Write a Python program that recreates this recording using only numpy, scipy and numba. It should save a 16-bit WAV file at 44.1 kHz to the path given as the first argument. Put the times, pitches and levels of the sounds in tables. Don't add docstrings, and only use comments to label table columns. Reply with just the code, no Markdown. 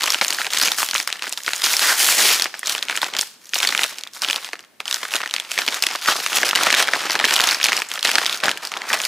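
import sys
import numpy as np
from scipy import signal
from scipy.fft import rfft, irfft, next_fast_len
from scipy.io import wavfile
from scipy.ndimage import uniform_filter1d
from numba import njit

SR = 44100
rng = np.random.default_rng(int(sys.argv[2]) if len(sys.argv) > 2 else 0)


def inscribe(sig):
    pcm = np.round(np.clip(np.atleast_2d(sig).T, -1, 1) * 32767)
    wavfile.write(sys.argv[1], SR, pcm.astype(np.int16))


def level_to_linear(level):
    exponent = np.asarray(level, float) / 20
    return 10 ** exponent


N = 400016


def snaps():
    s, peak_db, pitch_hz = creases()
    sounds = buckle(pitch_hz, focus_db=13, crisp_db=2.0, run_ms=1.2, ring=0.66, size=640)
    outline = np.sqrt(uniform_filter1d(abs(signal.hilbert(sounds)) ** 2, size=44))
    loudest, height = outline.argmax(1), outline.max(1)

    width_s = 0.031 / np.minimum(pitch_hz / 4.5, 1000)[:, None]
    u = (np.arange(640) - loudest[:, None]) / SR / width_s
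    force = height * rng.uniform(-1, 1, len(s))
    sounds = sounds + 2 * force[:, None] * (1 - u ** 2) * np.exp(-u ** 2 / 2)

    starts = np.maximum(np.round(s * SR).astype(int) - loudest, 0)
    out = np.zeros(N)
    add(out, starts, level_to_linear(peak_db - 1.5) / height, np.arange(len(s)), sounds)
    return out


# time in seconds, peak level in dB, pitch of the paper patch in Hz.
EARLY_CREASES = [(0.0396, -10, 5240), (0.077, -9.5, 2040), (0.095, -20.5, 2900), (0.1039, -2, 5250),
                 (0.116, -28, 2900), (0.122, -7.5, 5400), (0.1452, -5.5, 2810), (0.2133, -2, 1775),
                 (0.2173, -8, 4900), (0.235, -14.5, 4100), (0.2822, -5.5, 6490), (0.306, -5, 4720),
                 (0.327, -8, 3080), (0.3867, -8.5, 1697), (0.4168, -11.5, 1700), (0.4465, -13.5, 2670),
                 (0.4677, -10, 2626), (0.5347, -6, 4130), (0.573, -6, 3460), (0.5997, -11.5, 3940),
                 (0.6184, -11.5, 1390), (0.627, -5.5, 5500), (0.6763, -6, 3120), (0.6835, -7.5, 2440),
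                 (0.7181, -5, 3675), (0.8307, -9, 1140), (0.8884, -12.5, 3440), (0.9113, -8, 4770),
                 (0.9341, -12.5, 1950), (0.9519, -9, 1670), (0.9605, -6.5, 2840), (0.968, -19, 2160),
                (0.981, -10, 4160), (1.0014, -8, 2400), (1.0756, -6.5, 4395), (1.091, -20, 1610),
                (1.117, -26, 2750), (1.1273, -7.5, 2970), (1.2232, -12, 2370), (1.2697, -15.5, 1704),
                (1.326, -11, 6910), (1.333, -14, 4830), (1.3756, -13, 3220), (1.435, -19.5, 6400),
                (1.4792, -6.5, 1660), (1.507, -18.5, 1590), (1.5344, -6.5, 2780), (1.6198, -10, 4570),
                (1.64, -4, 4800), (1.643, -1.5, 3560), (1.663, -6, 5050), (1.739, -6.5, 2290),
                (1.768, -2.5, 5380), (2.411, -10, 3065), (2.422, -2, 4930), (2.443, -8.5, 4700),
                 (2.4574, -10.5, 1410), (2.542, -16, 1626), (2.5932, -13.5, 9450), (2.632, -13.5, 1830),
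                  (2.659, -13.5, 4050), (2.696, -4.5, 4570), (2.7505, -9, 2716), (2.791, -16, 3730),
                  (2.827, -7.5, 3304), (2.885, -12, 2600), (2.8979, -7.5, 1963), (2.9556, -13.5, 2320),
                  (2.9749, -6.5, 3020), (3.0178, -8, 3650), (3.0312, -8.5, 1325), (3.151, -11.5, 2444),
                  (3.167, -7.5, 3700), (3.188, -7.5, 5120), (3.192, -4.5, 3580), (3.212, -2.5, 6500),
                  (3.493, -25, 6430), (3.536, -9, 2180), (3.603, -7.5, 2980), (3.6303, -4, 2950),
                  (3.65, -10, 1920), (3.6732, -3.5, 4260), (3.676, -10, 3370), (3.69, -6, 3840),
                  (3.725, -10.5, 2414),
                 (3.7501, -4, 2358), (3.7775, -5.5, 3080), (3.793, -6, 2760), (3.8344, -3, 3950),
                   (3.841, -5.5, 3260), (3.985, -16.5, 3720), (4.0366, -16, 3830), (4.074, -21, 3090),
                   (4.2203, -8, 4580), (4.2476, -7.5, 2860), (4.287, -8, 3300), (4.3002, -7, 2710),
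                   (4.3306, -7, 2940), (4.3609, -7.5, 2920), (4.4466, -15.5, 3200), (4.533, -11.5, 2000),
                   (4.8037, -12, 2306), (4.8563, -17, 3000), (4.88, -11.5, 2900), (4.912, -8, 3534),
                   (4.9274, -8.5, 3385), (4.943, -4, 4300), (5.032, -11.5, 1820), (5.0535, -14, 1720),
                   (5.1386, -7.5, 2900), (5.156, -8, 3180), (5.1643, -7, 3390), (5.2605, -13, 2000),
                   (5.311, -13, 2930), (5.3396, -4.5, 3567)]
LATE_CREASES = [(5.364, -9.5, 2960), (5.383, -15.5, 2280), (5.4, -12, 3230), (5.5783, -8.5, 1990),
                (5.619, -10.5, 1890), (5.679, -6, 2584), (5.686, -6, 2610), (5.8246, -1.5, 4440),
                (5.838, -5, 2724), (5.8676, -1.5, 2910), (5.9529, -13, 1166), (6.0869, -3, 1230),
                (6.264, -4.5, 2730), (6.37, -6.5, 1690), (6.4323, -1, 1580), (6.511, -3.5, 2880),
                (6.558, -1, 3360), (6.6689, -1, 1510), (6.704, -2.5, 1995), (6.742, -2.5, 1904),
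                (6.803, -7, 1720), (6.8826, -7, 2010), (6.8876, -6, 1760), (6.936, -2.5, 1868),
                (6.9565, -13.5, 2180), (7.0994, -9.5, 1840), (7.107, -7, 4050),
                (7.1538, -2, 1770), (7.2008, -5, 1756), (7.2426, -1.5, 1630), (7.253, -1.5, 3180),
                 (7.286, -10, 2050), (7.3094, -4.5, 2806), (7.364, 0, 2987), (7.4, -4.5, 1590),
                 (7.416, -6.5, 4410), (7.4898, -3.5, 3440), (7.5461, -8.5, 5470), (7.601, -12, 1724),
                 (7.6305, -6.5, 4300), (7.6492, -7, 4550), (7.6586, -4.5, 2335), (7.667, -9, 3970),
                 (7.686, -3, 2415), (7.7208, -5.5, 2046), (7.7313, -5, 2286), (7.8201, -6.5, 2510),
                 (7.957, -16.5, 3600), (7.977, -15.5, 1720), (8.029, -6.5, 3770),
                (8.051, -1, 2580), (8.0733, -8, 3120), (8.092, -7, 2300), (8.1155, -6.5, 3300),
               (8.156, 2.5, 2150), (8.1838, -0.5, 2150), (8.258, -9, 2090), (8.2638, -2.5, 3580),
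               (8.2962, -8.5, 3320), (8.328, -8, 3160), (8.437, -6.5, 1895), (8.483, -2, 1630),
               (8.5149, -7, 3100), (8.574, -15.5, 2930), (8.6513, -14, 4550), (8.673, -14, 5090),
               (8.718, -13.5, 2420), (8.7394, -12.5, 2250), (8.768, -16.5, 1096), (8.772, -15.5, 3260),
               (8.819, -15, 1950), (8.903, -9, 1890), (8.931, -5.5, 2940), (8.9351, -5.5, 2550),
               (9.0024, -9, 2720), (9.052, -5, 4600)]
MORE_CREASES = [(0.0091, -12.5, 2135), (0.0209, -12, 2490), (0.035, -7, 4330), (0.064, -9.5, 2930),
                (0.139, -9, 4785), (0.182, -26, 2520), (0.188, -19, 2480), (0.241, -10, 7030),
                (0.2475, -6, 4080), (0.288, -21, 5080.0), (0.3335, -15, 8400), (0.399, -27, 1900),
                (0.402, -22.5, 4870), (0.5053, -14, 3430), (0.5866, -8, 6910), (0.6148, -2.5, 5180),
                (0.636, -5, 4950), (0.6572, -6, 6410), (0.7776, -14.0, 7350), (0.9437, -7.5, 6400),
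                (0.992, -30, 7990), (1.0277, -17.5, 6200), (1.1027, -17, 2210), (1.1132, -27, 2720),
                (1.194, -21.5, 3040), (1.233, -19, 2930), (1.258, -27.5, 3970.0), (1.279, -19, 3580),
                (1.2854, -28, 5800), (1.2941, -15, 8020), (1.3, -25.5, 5770.0), (1.3187, -25.5, 6670.0),
                (1.3875, -30, 7260.0), (1.4058, -26, 1870), (1.464, -14.5, 3210.0), (1.562, -11.5, 6020),
                (1.6502, -8, 6770), (1.7331, -6, 6200), (1.794, -5.5, 4220), (1.9304, -18, 4200),
                (2.089, -7, 1320), (2.398, -5, 3380), (2.4647, -17.5, 2380), (2.469, -19.5, 2630.0),
                (2.5508, -23.5, 2160), (2.5858, -34, 5430), (2.672, -7, 6460), (2.7232, -10.5, 4820),
                (2.7275, -17.5, 3320.0), (2.7808, -13.5, 3000), (2.8928, -22.5, 4270),
                (2.9108, -13, 2750.0), (2.9638, -16, 6940), (2.966, -15.5, 7600), (3.0243, -19.5, 4530),
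                        (3.0439, -11.5, 3060), (3.0826, -27, 6850), (3.1018, -26, 3780), (3.1237, -34.5, 5030.0),
                        (3.1379, -14, 2820.0), (3.456, -29, 5550), (3.5438, -7, 5220), (3.556, -7.5, 3330),
                        (3.588, -9.5, 5660), (3.6426, -12, 4400), (3.704, -24, 4890.0), (3.7855, -21, 3940),
                        (3.8127, -14.0, 4260), (4.011, -23.5, 4590), (4.0676, -31, 1320), (4.135, -25, 5830),
                        (4.1417, -33, 4020.0), (4.2354, -11, 2910), (4.241, -18.5, 3470), (4.31, -6.5, 3710),
                        (4.49, -21.5, 1740), (4.5557, -27.5, 2030), (4.5928, -25.0, 2620), (4.6065, -31.5, 4700),
                        (4.6286, -38, 5070), (4.6399, -37.5, 1630), (4.6484, -38.5, 3110.0), (4.9602, -16, 3930),
                        (5.0876, -25.5, 1800), (5.109, -21.5, 2950), (5.121, -18.5, 3500), (5.2046, -15.5, 1280),
                        (5.2168, -16.5, 2600), (5.232, -16.5, 1510), (5.2367, -13.5, 1406), (5.2492, -29.5, 4640),
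                        (5.276, -18, 3190), (5.2917, -24.5, 2360), (5.2976, -21.5, 3670), (5.356, -26, 3500),
                        (5.4498, -23, 2940), (5.5897, -8, 2526), (5.6647, -14.5, 4090.0), (5.7249, -12.5, 1970),
                        (5.744, -10, 3780), (6.0268, -20, 4000), (6.331, -9.5, 2440), (6.358, -10, 9950),
                        (6.373, -8, 6820), (6.449, -11.5, 3270.0), (6.4907, -5, 3940),
                (6.532, -7.5, 1456), (6.5527, -4, 3630), (6.5745, -10, 1960), (6.611, -9.5, 1480),
                         (6.6345, -4.5, 4620), (6.711, -8.5, 3820.0), (6.7277, -2, 2710), (6.7489, -3.5, 3610),
                         (6.825, -4.5, 4830), (6.874, -12, 2203), (6.948, -13.5, 1646), (6.954, -12.5, 2980),
                         (7.1191, -9.5, 3350), (7.192, -8, 3050), (7.2123, -13, 2267), (7.2343, -19.5, 3570),
                         (7.2476, -8, 4300), (7.259, -36, 3430), (7.339, -3.5, 6080), (7.346, -18, 4660),
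                         (7.3592, -6, 4820), (7.3913, -6, 2820), (7.406, -2.5, 3660), (7.4401, -1.5, 3824),
                         (7.469, -23, 3600), (7.473, -2.5, 6460), (7.5114, -2, 4435), (7.6137, -8.5, 2860),
                         (7.642, 2, 5390), (7.7677, -8.5, 4860), (7.777, -7.5, 2900), (7.889, -19, 7440),
                         (7.902, -26.5, 6840), (7.9164, -13.5, 3600), (7.939, -14, 5580.0), (7.993, -13, 3850),
                         (8.0097, -21.5, 4960), (8.048, -8, 4870), (8.057, -5, 3750), (8.101, -14, 2520),
                         (8.1325, -13.5, 5280), (8.2479, -11.5, 3710), (8.3153, -25.5, 2460), (8.345, -14, 3984),
                         (8.3746, -18.5, 5710), (8.403, -17.5, 2715), (8.4574, -9, 2990), (8.493, -6, 2494),
                         (8.567, -28, 2940), (8.943, -15, 3930), (8.99, -17, 6100), (9.0173, -12.5, 6030),
                         (9.0378, -12.5, 3040), (9.06, -21, 3300)]


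def creases():
    picks = EARLY_CREASES
    picks = picks + LATE_CREASES
    return np.transpose(picks + MORE_CREASES)


# pitch in Hz, level in dB per Hz.
SHEET_COLOUR = [(88, -47), (150, -23.5), (425, -6.5), (477, -13), (578, -5.5), (972, -0.5), (1540, 2),
                (5200, -3.5), (15000, -16.5)]
# pitch in Hz, time to fade by 60 dB in milliseconds.
SHEET_RING = [(200, 54), (1000, 14.86), (3000, 9.2), (8000, 8.6), (16000, 6.1)]


def buckle(pitch_hz, focus_db, crisp_db, run_ms, ring, size):
    place, wait, weak, phase = np.moveaxis(rng.random((len(pitch_hz), 40, 4)), 2, 0)[..., None]
    hz = 16000 * ((np.arange(40)[:, None] + place) / 40) ** 2 + 120
    pitch_hz = pitch_hz[:, None, None]

    late = 2 * wait - 0.8
    run_s = run_ms / pitch_hz * 2 * (0.3 + weak[:, :1])
    t = np.maximum(np.arange(size) / SR - run_s * (late ** 3 + 0.8 ** 3), 0)

    octaves = np.log2(hz / pitch_hz)
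    patch_db = focus_db * np.exp(-(octaves / 0.36) ** 2)
    tilt_db = crisp_db * np.log2(pitch_hz / 2500) * np.log2(hz / 2500)
    tilt_db = tilt_db - 4.8 * np.maximum(octaves - 1, 0) ** 2
    tilt_db = tilt_db - 2.5 * np.clip(-octaves - 0.6, 0, 2)

    sheet_db = read(SHEET_COLOUR, hz) + 7.8 * np.log10(hz)
    height_db = sheet_db + patch_db + tilt_db - 10 * weak - 9 * abs(late)
    fade_db = 60000 * t / (ring * read(SHEET_RING, hz))
    onset = np.minimum(t * hz * 0.88, 1)
    tones = level_to_linear(height_db - fade_db) * onset * np.sin(2 * np.pi * (hz * t + phase))
    return tones.sum(1)


def rustle():
    level_db, crisp = handling()
    grain = graininess(level_db)
    slips_per_s = 3600
    clump = level_to_linear((0.6 + 1.6 * grain) * drift(hz=40))
    luck, picks = rng.random((N, 2)).T
    size_db = level_db - 7.0 * grain - 3.7 * grain * np.log(picks + 0.0023)
    size = level_to_linear(size_db) * clump * np.sqrt(SR / slips_per_s)
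    starts = np.flatnonzero(luck < slips_per_s / SR)

    stock_hz = np.geomspace(500, 13000, 500)
    sounds = buckle(stock_hz, focus_db=4.5, crisp_db=2.0, run_ms=1.451, ring=0.73, size=500)
    sounds /= np.linalg.norm(sounds, axis=1)[:, None]

    octaves = 0.35 * crisp + 0.15 * np.log(picks) + 0.8 * rng.standard_normal(N)
    kinds = np.searchsorted(stock_hz, 3400 * 2 ** octaves).clip(0, len(sounds) - 1)
    signed_size = size * rng.choice([-1, 1], N)
    out = np.zeros(N)
    add(out, starts, signed_size[starts], kinds[starts], sounds)
    return out


# full strength at seconds, held for seconds, rustle level in dB, crispness from dull (-1) to crisp (4).
MOVES = [(0.01, 0.14, -25.5, 2), (0.232, 0.2, -26.5, 2), (0.526, 0.19, -24, 2),
         (0.622, 0.01, -20.5, 2.5), (0.786, 0.041, -18.5, 3.5), (0.958, 0.02, -25, 3),
         (1.089, 0.07, -36, 1), (1.232, 0.049, -32, 1.2), (1.375, 0.037, -39.5, 3.5),
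         (1.452, 0.061, -31, 3), (1.545, 0.712, -28, 2.5), (1.652, 0.084, -20.5, 3),
         (1.817, 0.097, -17.5, 2.2), (1.989, 0.14, -16, 3.5), (2.185, 0.15, -15, 2.5),
         (2.419, 0.0047, -30.5, 0), (2.544, 0.015, -35.5, 1.3), (2.676, 0.038, -22.5, 2),
         (2.827, 0.03, -38, 1), (2.903, 0.016, -28, 1), (2.958, 0, -29, 2), (3.037, 0, -26.5, 1.35),
         (3.134, 0.036, -33, -1.1), (3.208, 0.0, -27.5, 4), (3.424, 0.18, -48, 3.5),
         (3.562, 0.014, -21.5, 3), (3.625, 0.02, -24, 1.5), (3.713, 0.053, -28.5, 2),
         (3.818, 0.014, -25, 3), (3.901, 0.023, -32.5, 1.5),
         (4.155, 0.0088, -35, 3), (4.229, 0.13, -29.5, 2), (4.434, 0.03, -34, 1.6),
              (4.876, 0.25, -34, 2.5), (5.112, 0.08, -31.5, 2), (5.326, 0.14, -38, 1.5),
              (5.507, 0.036, -29, 2), (5.585, 0.0091, -21, 1.33), (5.69, 0.078, -26.5, 1),
              (5.853, 0.093, -28.5, 1.3), (6.029, 0.28, -27, 2.2), (6.078, 0.026, -17, 0.5),
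              (6.331, 0.089, -24, 0.5), (6.356, 0.018, -19, 2.5), (6.453, 0.015, -17.5, 1),
              (6.575, 0.088, -19, 0.2), (6.665, 0.13, -21, -0.26), (6.778, 0.022, -17.5, 0.7),
              (6.915, 0.14, -25.5, 0.5), (7.11, 0.023, -24.5, 1.5), (7.2, 0.0015, -25, -0.45),
              (7.255, 0.016, -21.5, 1.5), (7.331, 0.000074, -17, 1.45), (7.43, 0.1, -20, 1),
              (7.618, 0.17, -24, 0.75), (7.917, 0.035, -29, 1), (8.053, 0.14, -24, 0.86),
              (8.224, 0.13, -29, 1.16), (8.443, 0.02, -19, -0.5), (8.622, 0.038, -34, 1),
              (8.725, 0.19, -35.5, -0.5), (8.884, 0.95, -28, 1.7), (8.93, 0.0057, -23.5, -0.5)]


def handling():
    swell_db_per_s, settle_db_per_s = 549, 200
    plain_crisp, crisp_gain = 1.1, 1.3
    start, held, db, crisp = np.transpose(MOVES)[..., None]
    t = np.arange(0, N / SR + 0.01, 0.002)
    swell_db = swell_db_per_s * np.maximum(start - t, 0)
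    settle_db = settle_db_per_s * np.maximum(t - start - held, 0)
    moves = level_to_linear(db - swell_db - settle_db) ** 2
    power = moves.sum(0)

    s, peak_db, pitch_hz = creases()[..., None]
    away_s = np.maximum(t - s, 3.5 * (s - t))
    flurry = level_to_linear(peak_db - 18 - 914 * away_s) ** 2
    patch = (flurry * 2.6 * np.log2(pitch_hz / 3000)).sum(0)

    total = power + flurry.sum(0)
    level_db = 10 * np.log10(total)
    crispness = (crisp_gain * ((moves * crisp).sum(0) - plain_crisp * power) + patch) / total
    seconds = np.arange(N) / SR
    return np.interp(seconds, t, level_db), np.interp(seconds, t, crispness)


# time in seconds, graininess from even (0) to separate grains (1).
GLUE_GRAIN = [
    (1.64, 1),
    (1.74, 0),
    (2.38, 0),
    (2.45, 1),
]


def graininess(level_db):
    merged = np.clip(2.5 - 0.68 * (level_db + 21), 0, 1)
    glue = np.interp(np.arange(N) / SR, *np.transpose(GLUE_GRAIN))
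    return np.minimum(glue, merged)


def cavity(x):
    hz, t, z = signal.stft(x, SR, nperseg=256)
    taut_s, taut_half_s, taut_hz, taut_db = 1.875, 0.07, 1800, 6.5
    off_time = ((t - taut_s) / taut_half_s) ** 4
    off_pitch = (np.log2(hz[:, None] / taut_hz + 1e-9) / 0.35) ** 2
    z = z * level_to_linear(taut_db * np.exp(-off_time - off_pitch))

    folds = uniform_filter1d(rng.standard_normal(z.shape), size=5, axis=0)
    folds = uniform_filter1d(folds, size=36, axis=1)
    folds_db = 2.0 * evened(folds) * np.exp(-hz / 7000)[:, None]
    return signal.istft(z * level_to_linear(folds_db), nperseg=256)[1][:N]


# pitch in Hz, time to fade by 60 dB in seconds.
ROOM_RING = [(200, 1), (1500, 0.74), (5000, 0.54), (16000, 0.49)]


def room(x):
    hz, t, z = signal.stft(rng.standard_normal((2, 3, SR // 2)), SR, nperseg=256)
    fade = level_to_linear(-60 * t / read(ROOM_RING, hz)[:, None])
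    tail = signal.istft(z * fade, SR, nperseg=256)[1]
    tail = tail * np.clip(np.arange(tail.shape[-1]) / SR / 0.0012, 0, 1)
    tail = tail / np.linalg.norm(tail[0])
    turn = np.cos(2 * np.pi * (np.arange(N) / SR * 23 + np.arange(3)[:, None] / 3))
    return signal.oaconvolve((x * turn)[None], tail, axes=2).sum(1)[:, :N]


# pitch in Hz, level in dB per Hz.
HUSH_COLOUR = [(24, -69), (40, -16), (262, -6.5), (337, -9.5), (16000, -24.5)]


def hush():
    return level_to_linear(-58.5) * evened(colour(rng.standard_normal((2, N)), HUSH_COLOUR))


# pitch in Hz, difference in dB under their sum.
PORT_DIFFERENCE = [(60, -23), (180, -27), (550, -18.5), (1650, -26.5), (4970, -11), (15000, -21)]


def between_ports(paper, wet):
    quarter_turn = signal.hilbert(paper, next_fast_len(N))[:N].imag
    lag = quarter_turn * drift(hz=25.2) * drift(hz=17.0)
    return colour(level_to_linear(-1.0) * lag + level_to_linear(-4.5) * wet, PORT_DIFFERENCE)


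def evened(x):
    return x / np.sqrt(np.mean(x ** 2) + 1e-20)


def read(points, hz):
    f, value = np.transpose(points)
    return np.interp(np.log(hz + 1), np.log(f + 1), value)


def colour(x, points):
    size = next_fast_len(N)
    gain = level_to_linear(read(points, np.fft.rfftfreq(size, 1 / SR)))
    return irfft(rfft(x, size) * gain, size)[..., :N]


def drift(hz):
    return evened(signal.lfilter([1], [1, -np.exp(-2 * np.pi * hz / SR)], rng.standard_normal(N)))


@njit
def add(mix, starts, sizes, kinds, sounds):
    for start, size, kind in zip(starts, sizes, kinds):
        for k in range(min(sounds.shape[1], len(mix) - start)):
            mix[start + k] += size * sounds[kind, k]


def scene():
    paper = snaps() + cavity(rustle())
    wet = room(paper)
    noise = hush()
    mid = paper + level_to_linear(-16.5) * wet[0] + noise[0]
    side = between_ports(paper, wet[1]) + level_to_linear(-4.5) * noise[1]
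    return np.array([mid + side, mid - side])


def limiter(x):
    power_db = 10 * np.log10(uniform_filter1d((x ** 2).mean(0), size=40).clip(1e-12))
    fall = np.arange(N) * 710.0 / SR
    held_db = np.maximum.accumulate(power_db + fall) - fall
    over_db = np.maximum(held_db - 7.5, 0)
    ceiling = 0.76
    heard = x / level_to_linear(0.17 * uniform_filter1d(over_db, size=60)) / ceiling
    return ceiling * heard / (1 + heard ** 4) ** (1 / 4)


# pitch in Hz, gain in dB.
MICROPHONE_COLOUR = [(30, -24), (80, -7.5), (200, 1.5), (15500, 0), (15900, -38)]


def microphone(x):
    return colour(x, MICROPHONE_COLOUR)


def low_pass(x):
    return signal.sosfilt(signal.butter(12, 16810, fs=SR, output="sos"), x)


def record(dry):
    mix = microphone(limiter(dry))
    return low_pass(mix)


dry = scene()
out = record(dry)
inscribe(out)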